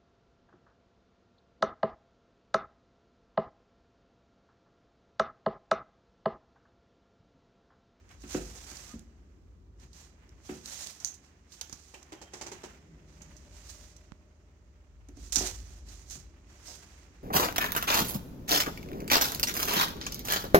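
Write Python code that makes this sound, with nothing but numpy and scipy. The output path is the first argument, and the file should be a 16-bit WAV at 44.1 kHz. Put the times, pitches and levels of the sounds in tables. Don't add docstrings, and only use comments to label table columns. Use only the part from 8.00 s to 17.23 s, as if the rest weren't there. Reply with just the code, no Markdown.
import sys
import numpy as np
from scipy import signal
from scipy.fft import rfft, irfft, next_fast_len
from scipy.io import wavfile
from scipy.ndimage import uniform_filter1d

SR = 44100
rng = np.random.default_rng(int(sys.argv[2]) if len(sys.argv) > 2 else 0)


def dump(signal):
    limited = np.clip(np.atleast_2d(signal).T, -1, 1)
    pcm = np.round(limited * 32767).astype(np.int16)
    wavfile.write(sys.argv[1], SR, pcm)


N = 407043
TIME = np.arange(N) / SR

# (frequency [Hz], level [dB])
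HISS_COLOUR = [(1200, -10.5), (2600, -4.5), (4000, 0.5), (6400, 3.5), (8000, -0.5), (9000, 2.5),
               (10000, -1.5), (11300, -3), (13000, -4), (15000, -6), (16000, -13.5)]
# (frequency [Hz], level [dB])
RASP_COLOUR = [(200, -13), (400, -1), (700, 8), (1200, 6), (2000, 5.5), (2900, -1), (4500, -20.5)]


def from_db(db):
    return 10 ** (np.asarray(db) / 20)


def rms_one(x):
    return x / np.sqrt(np.mean(x ** 2) + 1e-20)


def at_level(x, db, over_s):
    return x * from_db(db) * np.sqrt(over_s * SR / np.sum(x ** 2, axis=-1, keepdims=True))


def in_time(curve):
    return np.interp(TIME, *np.transpose(curve))


def at_hz(points, hz):
    known_hz, values = np.transpose(points)
    return np.interp(np.log(np.maximum(hz, 1)), np.log(known_hz), values)


def add(out, start_s, sound):
    i = max(round(start_s * SR), 0)
    out[:, i:i + sound.shape[-1]] += sound[..., :N - i]


def colour(pair, spectrum):
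    # (frequency [Hz], likeness [1 = same, 0 = unrelated])
    likeness = [(60, 0.98), (250, .9), (500, 0.68), (1000, 0.073), (2500, 0.086), (6000, -0.18),
                (14000, 0.21)]
    size = next_fast_len(pair.shape[1])
    hz = np.arange(size // 2 + 1) * SR / size
    mid, side = rfft(pair, size) * from_db(at_hz(spectrum, hz))
    alike = np.clip(at_hz(likeness, hz), -1, 1)
    both = np.sqrt(1 + alike) * mid + np.sqrt(1 - alike) * side * [[1], [-1]]
    return rms_one(irfft(both, size)[:, :pair.shape[1]])


def noise(spectrum, size=N):
    return colour(rng.standard_normal((2, size)), spectrum)


def throb(spectrum):
    x = noise(spectrum)
    return x / np.sqrt(uniform_filter1d(np.mean(x ** 2, axis=0), size=SR // 6))


def drift(per_s):
    points = rng.standard_normal(4000)
    return np.interp(TIME * per_s, np.arange(len(points)), points)


def grains(per_s, spread_db, size=N):
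    happens = rng.random(size) < per_s / SR
    sizes = from_db(spread_db * np.minimum(rng.exponential(1, size), 4))
    return rms_one(happens * sizes * rng.standard_normal((2, size)))


def resonate(x, hz, width_hz):
    r = np.exp(-np.pi * width_hz / SR)
    forward = np.array([1, 0, -1]) * (1 - r * r) / 2
    feedback = [1, -2 * r * np.cos(2 * np.pi * hz / SR), r * r]
    return signal.lfilter(forward, feedback, signal.lfilter(forward, feedback, x))


def wavering_tone(level_curve, hz, width_hz):
    return from_db(in_time(level_curve)) * rms_one(resonate(rng.standard_normal(N), hz, width_hz))


def room(x, wet_db, first_echo_s=0.00073):
    # (frequency [Hz], time to fade by 60 dB [s])
    fade_times = [(100, 0.45), (300, 0.3), (1000, 0.3), (3000, 0.29), (6500, 0.23), (14000, 0.22)]
    t = TIME[:SR * 3 // 4]
    white, tail = noise([(50, 0), (16000, 0)], size=len(t)), 0
    edges_hz = np.geomspace(60, 17000, 9)
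    for low, high in zip(edges_hz, edges_hz[1:]):
        band = signal.sosfilt(signal.butter(2, [low, high], "band", fs=SR, output="sos"), white)
        tail = tail + band * from_db(-60 * t / at_hz(fade_times, np.sqrt(low * high)))
    tail = rms_one(tail * (t > first_echo_s)) / np.sqrt(len(t))
    return x + from_db(wet_db) * signal.fftconvolve(x, tail, axes=1)[:, :N]


def near_echoes(x):
    # (left delay [s], right delay [s], level [dB])
    reflections = [(.0013, 0.0015, -16.5), (.0031, 0.0035, -10.5), (.0058, .0067, -13),
                   (0.0122, 0.011, -12)]
    out, power = x.copy(), 1
    for *delays_s, db in reflections:
        for side, delay_s in enumerate(delays_s):
            lag = round(delay_s * SR)
            out[side, lag:] += from_db(db) * x[side, :-lag]
        power += from_db(db) ** 2
    return out / np.sqrt(power)


def rumble(boost_db=2.5, usual_db=-58.5, drone_rest_db=-58, drone_follows=0.52):
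    # (time [s], level [dB])
    swells = [(0, -66), (0.42, -46), (0.75, -61), (1.0, -55), (1.25, -61), (1.85, -56), (2.15, -64.5),
              (2.35, -58), (2.95, -71.5), (3.7, -64.5), (4.1, -69), (4.9, -62.5), (5.65, -54.5),
              (6.25, -64.5), (6.85, -60.5), (7.4, -43.5), (8.65, -61), (9.23, -59)]
    # (frequency [Hz], level [dB])
    boom_colour = [(20, -25), (33, -22), (43, -8), (52.5, 7.5), (61, -7), (75, -32.5), (120, -69.5)]
    drone_colour = [(45, -32), (62, -10), (72, 5.5), (83, -6.5), (97, -5.5), (125, -27), (200, -77)]
    boom_db = in_time(swells)
    drone_db = drone_rest_db + drone_follows * (boom_db - usual_db)
    return from_db(boom_db + boost_db) * throb(boom_colour) + from_db(drone_db) * throb(drone_colour)


def room_air(stir_boost_db=0.14, air_db=-73.5):
    # (time [s], level [dB])
    swells = [(0.0, -67), (0.49, -59), (1.72, -66), (2.65, -63), (3.7, -67.5), (5.01, -59), (6.48, -67.5),
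              (7.07, -68.5), (7.25, -62), (9.23, -64)]
    # (frequency [Hz], level [dB])
    stir_colour = [(80, -13), (120, 5.5), (170, 4.5), (240, 2.5), (370, 1), (460, -7.5), (580, -8.5),
                   (800, -20.5), (1500, -66.5)]
    air_colour = [(250, -2), (400, 8), (600, -5.5), (850, -2), (1300, -4.5), (2100, -19), (3500, -22),
                  (5000, -25), (7000, -32.5), (9500, -39.5), (15000, -28)]
    stir = from_db(in_time(swells) + stir_boost_db) * noise(stir_colour)
    return stir + from_db(air_db) * noise(air_colour)


def whine():
    # (time [s], level [dB])
    levels = [(4.9, -97), (5.2, -71.5), (5.85, -72), (6.3, -77), (7.0, -80), (8.0, -77.5), (9.23, -80.5)]
    return wavering_tone(levels, hz=598, width_hz=53)


def board_shift():
    # (time [s], level [dB])
    levels = [(4.68, -79), (4.8, -64), (4.9, -60.5), (5.1, -59), (5.28, -55.5), (5.42, -69), (5.55, -80)]
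    return wavering_tone(levels, hz=163, width_hz=33)


def squeaks(fade_s=0.02, silent_db=-120):
    # (start [s], length [s], level [dB], pitch [Hz])
    chirps = [(0.894, 0.04, -63, 1237), (4.17, 0.17, -74.5, 3170)]
    out = 0
    for start, length, db, hz in chirps:
        end = start + length
        levels = [(start - fade_s, silent_db), (start, db), (end, db), (end + fade_s, silent_db)]
        out = out + wavering_tone(levels, hz, width_hz=0.02 * hz)
    return out


def taps(thump_hz=170, thump_s=0.0014, tick_hz=1100, tick_s=0.0005):
    # (time [s], level on the right [dB])
    touches = [(3.728, -26.5), (6.1205, -23.5)]
    out, t = np.zeros((2, N)), TIME[:SR // 20]
    thump = np.sin(2 * np.pi * thump_hz * t) * np.exp(-t / thump_s)
    tick = 0.49 * np.sin(2 * np.pi * tick_hz * t) * np.exp(-t / tick_s)
    for start, db in touches:
        add(out, start, from_db(db) * (thump + tick))
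    return out * from_db([[-22], [0]])


def slide_levels(bite_db_per_s=380.5, release_db_per_s=148, arch_db=2.5, rustle_hiss_db=-3.5):
    # (start [s], length [s], hiss [dB], rasp [dB])
    slides = [(0.111, 0.02, -63.5, -59.5), (0.215, 0.036, -57, -74), (0.309, 0.058, -43, -53),
              (0.425, 0.27, -54, -62), (0.695, 0.22, -52.5, -59.5), (1.815, .03, -63, -65.5),
              (1.951, 0.08, -56, -63.5), (2.162, 0.1, -93, -69.5), (2.456, 0.12, -54.5, -63),
              (2.664, 0.12, -45.5, -58.5), (2.784, 0.094, -43.5, -56.5), (2.993, 0.11, -56, -63),
              (3.24, 0.019, -64, -66.5), (3.521, 0.051, -56.5, -69.5), (3.646, 0.34, -60, -73.5),
              (3.98, 0.47, -72.5, -66), (4.328, 0.42, -64.5, -60), (5.084, 0.66, -66, -68.5),
              (5.54, 0.37, -58.5, -67.5), (5.689, .03, -52, -77), (5.99, 0.088, -69.5, -70),
              (7.185, 0.13, -57, -68.5), (7.386, 0.088, -37.5, -47.5), (7.53, 0.26, -60.5, -68),
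              (7.872, 0.15, -57.5, -66.5), (8.109, 0.017, -45, -62.5), (8.497, 0.54, -63.5, -66),
              (8.667, 0.072, -47.5, -59)]
    # (time [s], level [dB])
    rustle = [(0, -72.5), (1.1, -74), (1.7, -83.5), (2.4, -70), (3.4, -72.5), (4.9, -70), (6.9, -76),
              (8.3, -71), (9.23, -67.5)]
    t = np.linspace(0, N / SR, 4000)
    rustle_db = np.interp(t, *np.transpose(rustle))
    power = from_db([rustle_db + rustle_hiss_db, rustle_db]) ** 2
    for start, length, hiss_db, rasp_db in slides:
        bite = bite_db_per_s * np.maximum(start - t, 0)
        arch = arch_db * np.clip(2 * (t - start) / length - 1, -1, 1) ** 2
        release = release_db_per_s * np.maximum(t - start - length, 0)
        drop_db = bite + arch + release
        power = power + from_db([hiss_db - drop_db, rasp_db - drop_db]) ** 2
    return [np.interp(TIME, t, 10 * np.log10(p)) for p in power]


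def rubbing(hiss_gain_db=-6.0, rasp_gain_db=0.5, uneven_db=2.22, light_db=-74, firm_db=-54):
    hiss_db, rasp_db = slide_levels()
    slips = grains(per_s=20000, spread_db=1.1) * from_db(uneven_db * drift(per_s=70))
    friction = slips + 0.35 * grains(per_s=260, spread_db=2.5)
    bright = colour(friction, HISS_COLOUR)
    dull = signal.sosfilt(signal.butter(3, 7500, "low", fs=SR, output="sos"), noise(HISS_COLOUR))
    firmness = np.clip((hiss_db - light_db) / (firm_db - light_db), 0, 1)
    hiss = from_db(hiss_db + hiss_gain_db) * (firmness * bright + np.sqrt(1 - firmness ** 2) * dull)
    rasp = from_db(rasp_db + rasp_gain_db) * colour(friction, RASP_COLOUR)
    return room(near_echoes(hiss) + rasp, wet_db=-18.0)


def paw_strokes(rise_s=0.0012, hold_s=0.0063, fade_s=0.019):
    # (time [s], level [dB], scrape compared with the stroke [dB])
    strokes = [(3.938, -47, -26), (4.120, -43.5, -18.5), (4.214, -47.5, -12), (4.334, -42, -12),
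               (4.368, -54.5, -5), (4.411, -41, -9.5), (4.462, -42, -12.5), (4.515, -43, -12.5),
               (4.633, -42.5, -15.5)]
    # (frequency [Hz], level [dB])
    hollow_colour = [(150, -6), (270, -4.5), (366, 8), (470, -2), (680, -4.5), (877, 0), (1300, -11.5),
                     (2000, -11), (2800, -17), (3600, -25), (6000, -36.5)]
    scrape_colour = [(800, -29), (2000, 1), (3300, -3), (4500, 5.5), (6200, 7.5), (8000, 6), (9700, -2),
                     (15000, -15)]
    out, t = np.zeros((2, N)), TIME[:SR // 6]
    pressure = (1 - np.exp(-t / rise_s)) * np.exp(-np.maximum(t - hold_s, 0) / fade_s)
    for start, db, scrape_db in strokes:
        slips = grains(per_s=5100, spread_db=1.0, size=len(t))
        scuff = colour(slips, hollow_colour) + from_db(scrape_db) * colour(slips, scrape_colour)
        add(out, start, from_db(db) * pressure * scuff)
    return room(out, wet_db=-6.0)


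def claw_skips(snaps, hard_db=-32.5, delay_s=0.0058, drop_db=4, loss_db=0.5, fade_s=0.0061):
    return [(start + delay_s * k ** 2, db - drop_db - loss_db * k, hz, width_hz, fade_s * k ** 2)
            for start, db, hz, width_hz, _ in snaps if db > hard_db for k in (1, 2)]


def claw_snaps(rise_s=0.00063, crack_db=-5, broad_hz=4000):
    # (time [s], level [dB], pitch [Hz], width of the ring [Hz], fade time [s])
    snaps = [(.091, -63.5, 5500, 4000, 0.0018), (.219, -57, 5970, 3000, .003),
             (.714, -49, 4520, 5000, 0.0029), (.769, -44.5, 4740, 2000, .003),
             (.993, -57, 9150, 6000, 0.0014), (1.930, -56.5, 4540, 2490, 0.0051),
             (2.292, -63, 5500, 3000, 0.001), (2.658, -43.5, 4750, 4100, 0.0014),
             (2.849, -55, 4930, 2980, .00085), (2.871, -39.5, 4200, 3000, 0.00065),
             (3.0, -47.5, 6200, 2000, 0.0065), (3.0466, -31.5, 6400, 938, .0007),
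             (3.047, -34, 8800, 3000, 0.00067), (3.140, -50.5, 7000, 4000, 0.01),
             (3.519, -50, 4260, 3030, 0.013), (3.611, -35.5, 4050, 4670, 0.0046),
             (3.696, -52, 4940, 4000, 0.0012), (3.7263, -42, 5300, 3020, 0.0058),
             (3.942, -42, 2580, 600, 0.011), (4.028, -56.5, 6300, 3970, .003),
             (5.217, -49.5, 6640, 1290, 0.011), (5.365, -53, 5800, 2000, 0.013),
             (5.964, -55.5, 6400, 2960, 0.0055), (7.086, -61, 6380, 5870, 0.0032),
             (1.797, -62.5, 4870, 4000, .015), (7.169, -61, 5420, 4000, .004),
             (7.322, -29.5, 7100, 6000, 0.016), (7.3573, -21, 5630, 2310, 0.003),
             (7.471, -35, 8400, 4870, 0.002), (7.886, -52, 4250, 3930, 0.012),
             (8.098, -40, 6650, 1500, 0.04), (8.672, -41.5, 5140, 1500, 0.05)]
    out, t = np.zeros((2, N)), TIME[:SR // 8]
    for start, db, hz, width_hz, fade_s in snaps + claw_skips(snaps):
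        contact = (1 - np.exp(-t / rise_s)) * np.exp(-t / fade_s)
        ring = resonate(rng.standard_normal((2, len(t))) * contact, hz, width_hz)
        crack = (noise(HISS_COLOUR, len(t)) + 0.2 * noise(RASP_COLOUR, len(t))) * contact
        crack_share = np.sqrt(width_hz / broad_hz)
        add(out, start, at_level(ring, db, over_s=0.00077))
        add(out, start, crack_share * at_level(crack, db + crack_db, over_s=0.0041))
    return room(out, wet_db=-7.5)


def board_ring(t, main_hz, stretch, selectivity=2.0):
    # (pitch [Hz], level [dB], time to fade by 60 dB before stretching [s])
    tones = [(132, 0.5, 0.26), (179.7, -3.5, 0.32), (231.3, 2, 0.28), (280.8, 4.5, 0.18), (361, 0.5, 0.16),
             (432, -1.5, 0.079), (498, -3.5, 0.2), (590, 0, .05), (647, 3.5, 0.042), (739, -0.5, 0.11),
             (932, 0, 0.1), (955, -13.5, 0.046), (1280, -11, 0.099), (1490, 0.5, 0.014), (1660, -2, 0.06)]
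    ring = 0
    for k, (hz, db, fade_s) in enumerate(tones):
        share = 1 / np.hypot(1, selectivity * (hz / main_hz - main_hz / hz))
        fade = from_db(db + rng.normal(0, 2.1) - 60 * t / (fade_s * stretch))
        ring = ring + (-1) ** k * share * fade * np.sin(2 * np.pi * hz * t)
    return ring


def settling(landings, heavy_db=-34.5, delay_s=0.027, push_db=-39.5, stretch=1.38, crunch_db=-17):
    return [(start + delay_s, push_db, hz, stretch, crunch_db)
            for start, db, hz, _, _ in landings if db > heavy_db]


def body_bumps(push_s=0.006, roughness=0.062, crunch_rise_s=0.0065, crunch_fade_s=0.0056):
    # (time [s], level [dB], favoured pitch [Hz], ring stretch [times], crunch compared with thud [dB])
    landings = [(.235, -42, 270, 1.3, -7), (.345, -25, 440, 0.38, -11), (.553, -55.5, 500, 0.4, -9),
                (.711, -52.5, 400, 0.54, 5.5), (.934, -37, 195, 0.94, -20), (1.824, -52.5, 150, 1.3, -20),
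                (2.291, -64, 120, 1.2, -18), (2.491, -33.5, 309.5, .7, -7.5),
                (3.611, -58.5, 800, 0.29, 12.5), (3.694, -56, 400, 0.16, 1), (3.730, -56, 120, .4, 2),
                (5.207, -58.5, 160, 0.88, 4), (7.086, -47.5, 297, 1.1, -12), (7.169, -46.5, 300, 1.2, -16),
                (7.364, -35, 205, 0.82, -3.5), (7.405, -33.5, 455, 0.63, -16),
                (8.151, -46.5, 138, 0.89, -6.5), (8.68, -51, 660, 3.6, -8)]
    out, t = np.zeros((2, N)), TIME[:SR // 3]
    crunch_shape = (1 - np.exp(-t / crunch_rise_s)) * np.exp(-t / crunch_fade_s)
    for start, db, main_hz, stretch, crunch_db in landings + settling(landings):
        push = roughness * rng.standard_normal(len(t)) * np.exp(-t / push_s) / np.sqrt(push_s * SR / 2)
        push[0] += 1
        thud = signal.fftconvolve(push, board_ring(t, main_hz, stretch))[:len(t)]
        crunch = noise(RASP_COLOUR, len(t)) * crunch_shape
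        add(out, start, at_level(thud, db, over_s=0.0074))
        add(out, start, at_level(crunch, db + crunch_db, over_s=0.0026))
    return room(out, wet_db=1.0)


def scene():
    scuffle = body_bumps() + claw_snaps() + paw_strokes() + rubbing() + board_shift() + squeaks()
    return scuffle + taps() + rumble() + room_air() + whine()


def record(dry, low_cut_hz=47, high_cut_hz=15900):
    # (frequency [Hz], width [Hz], gain [dB])
    opening = [(3120, 3100, 0.5), (4290, 3950, 8.5), (6240, 2300, 6.5), (7710, 3550, 8.5), (9940, 6400, -4)]
    left, right = dry
    for hz, width_hz, gain_db in opening:
        angle, root_gain = 2 * np.pi * hz / SR, from_db(gain_db / 2)
        spread = np.sin(angle) * width_hz / (2 * hz)
        forward = [1 + spread * root_gain, -2 * np.cos(angle), 1 - spread * root_gain]
        feedback = [1 + spread / root_gain, -2 * np.cos(angle), 1 - spread / root_gain]
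        right = signal.lfilter(forward, feedback, right)
    both = signal.sosfilt(signal.butter(4, low_cut_hz, "high", fs=SR, output="sos"), [left, right])
    return signal.sosfilt(signal.ellip(10, 0.1, 80, high_cut_hz, fs=SR, output="sos"), both)


dry = scene()
out = record(dry)
dump(out)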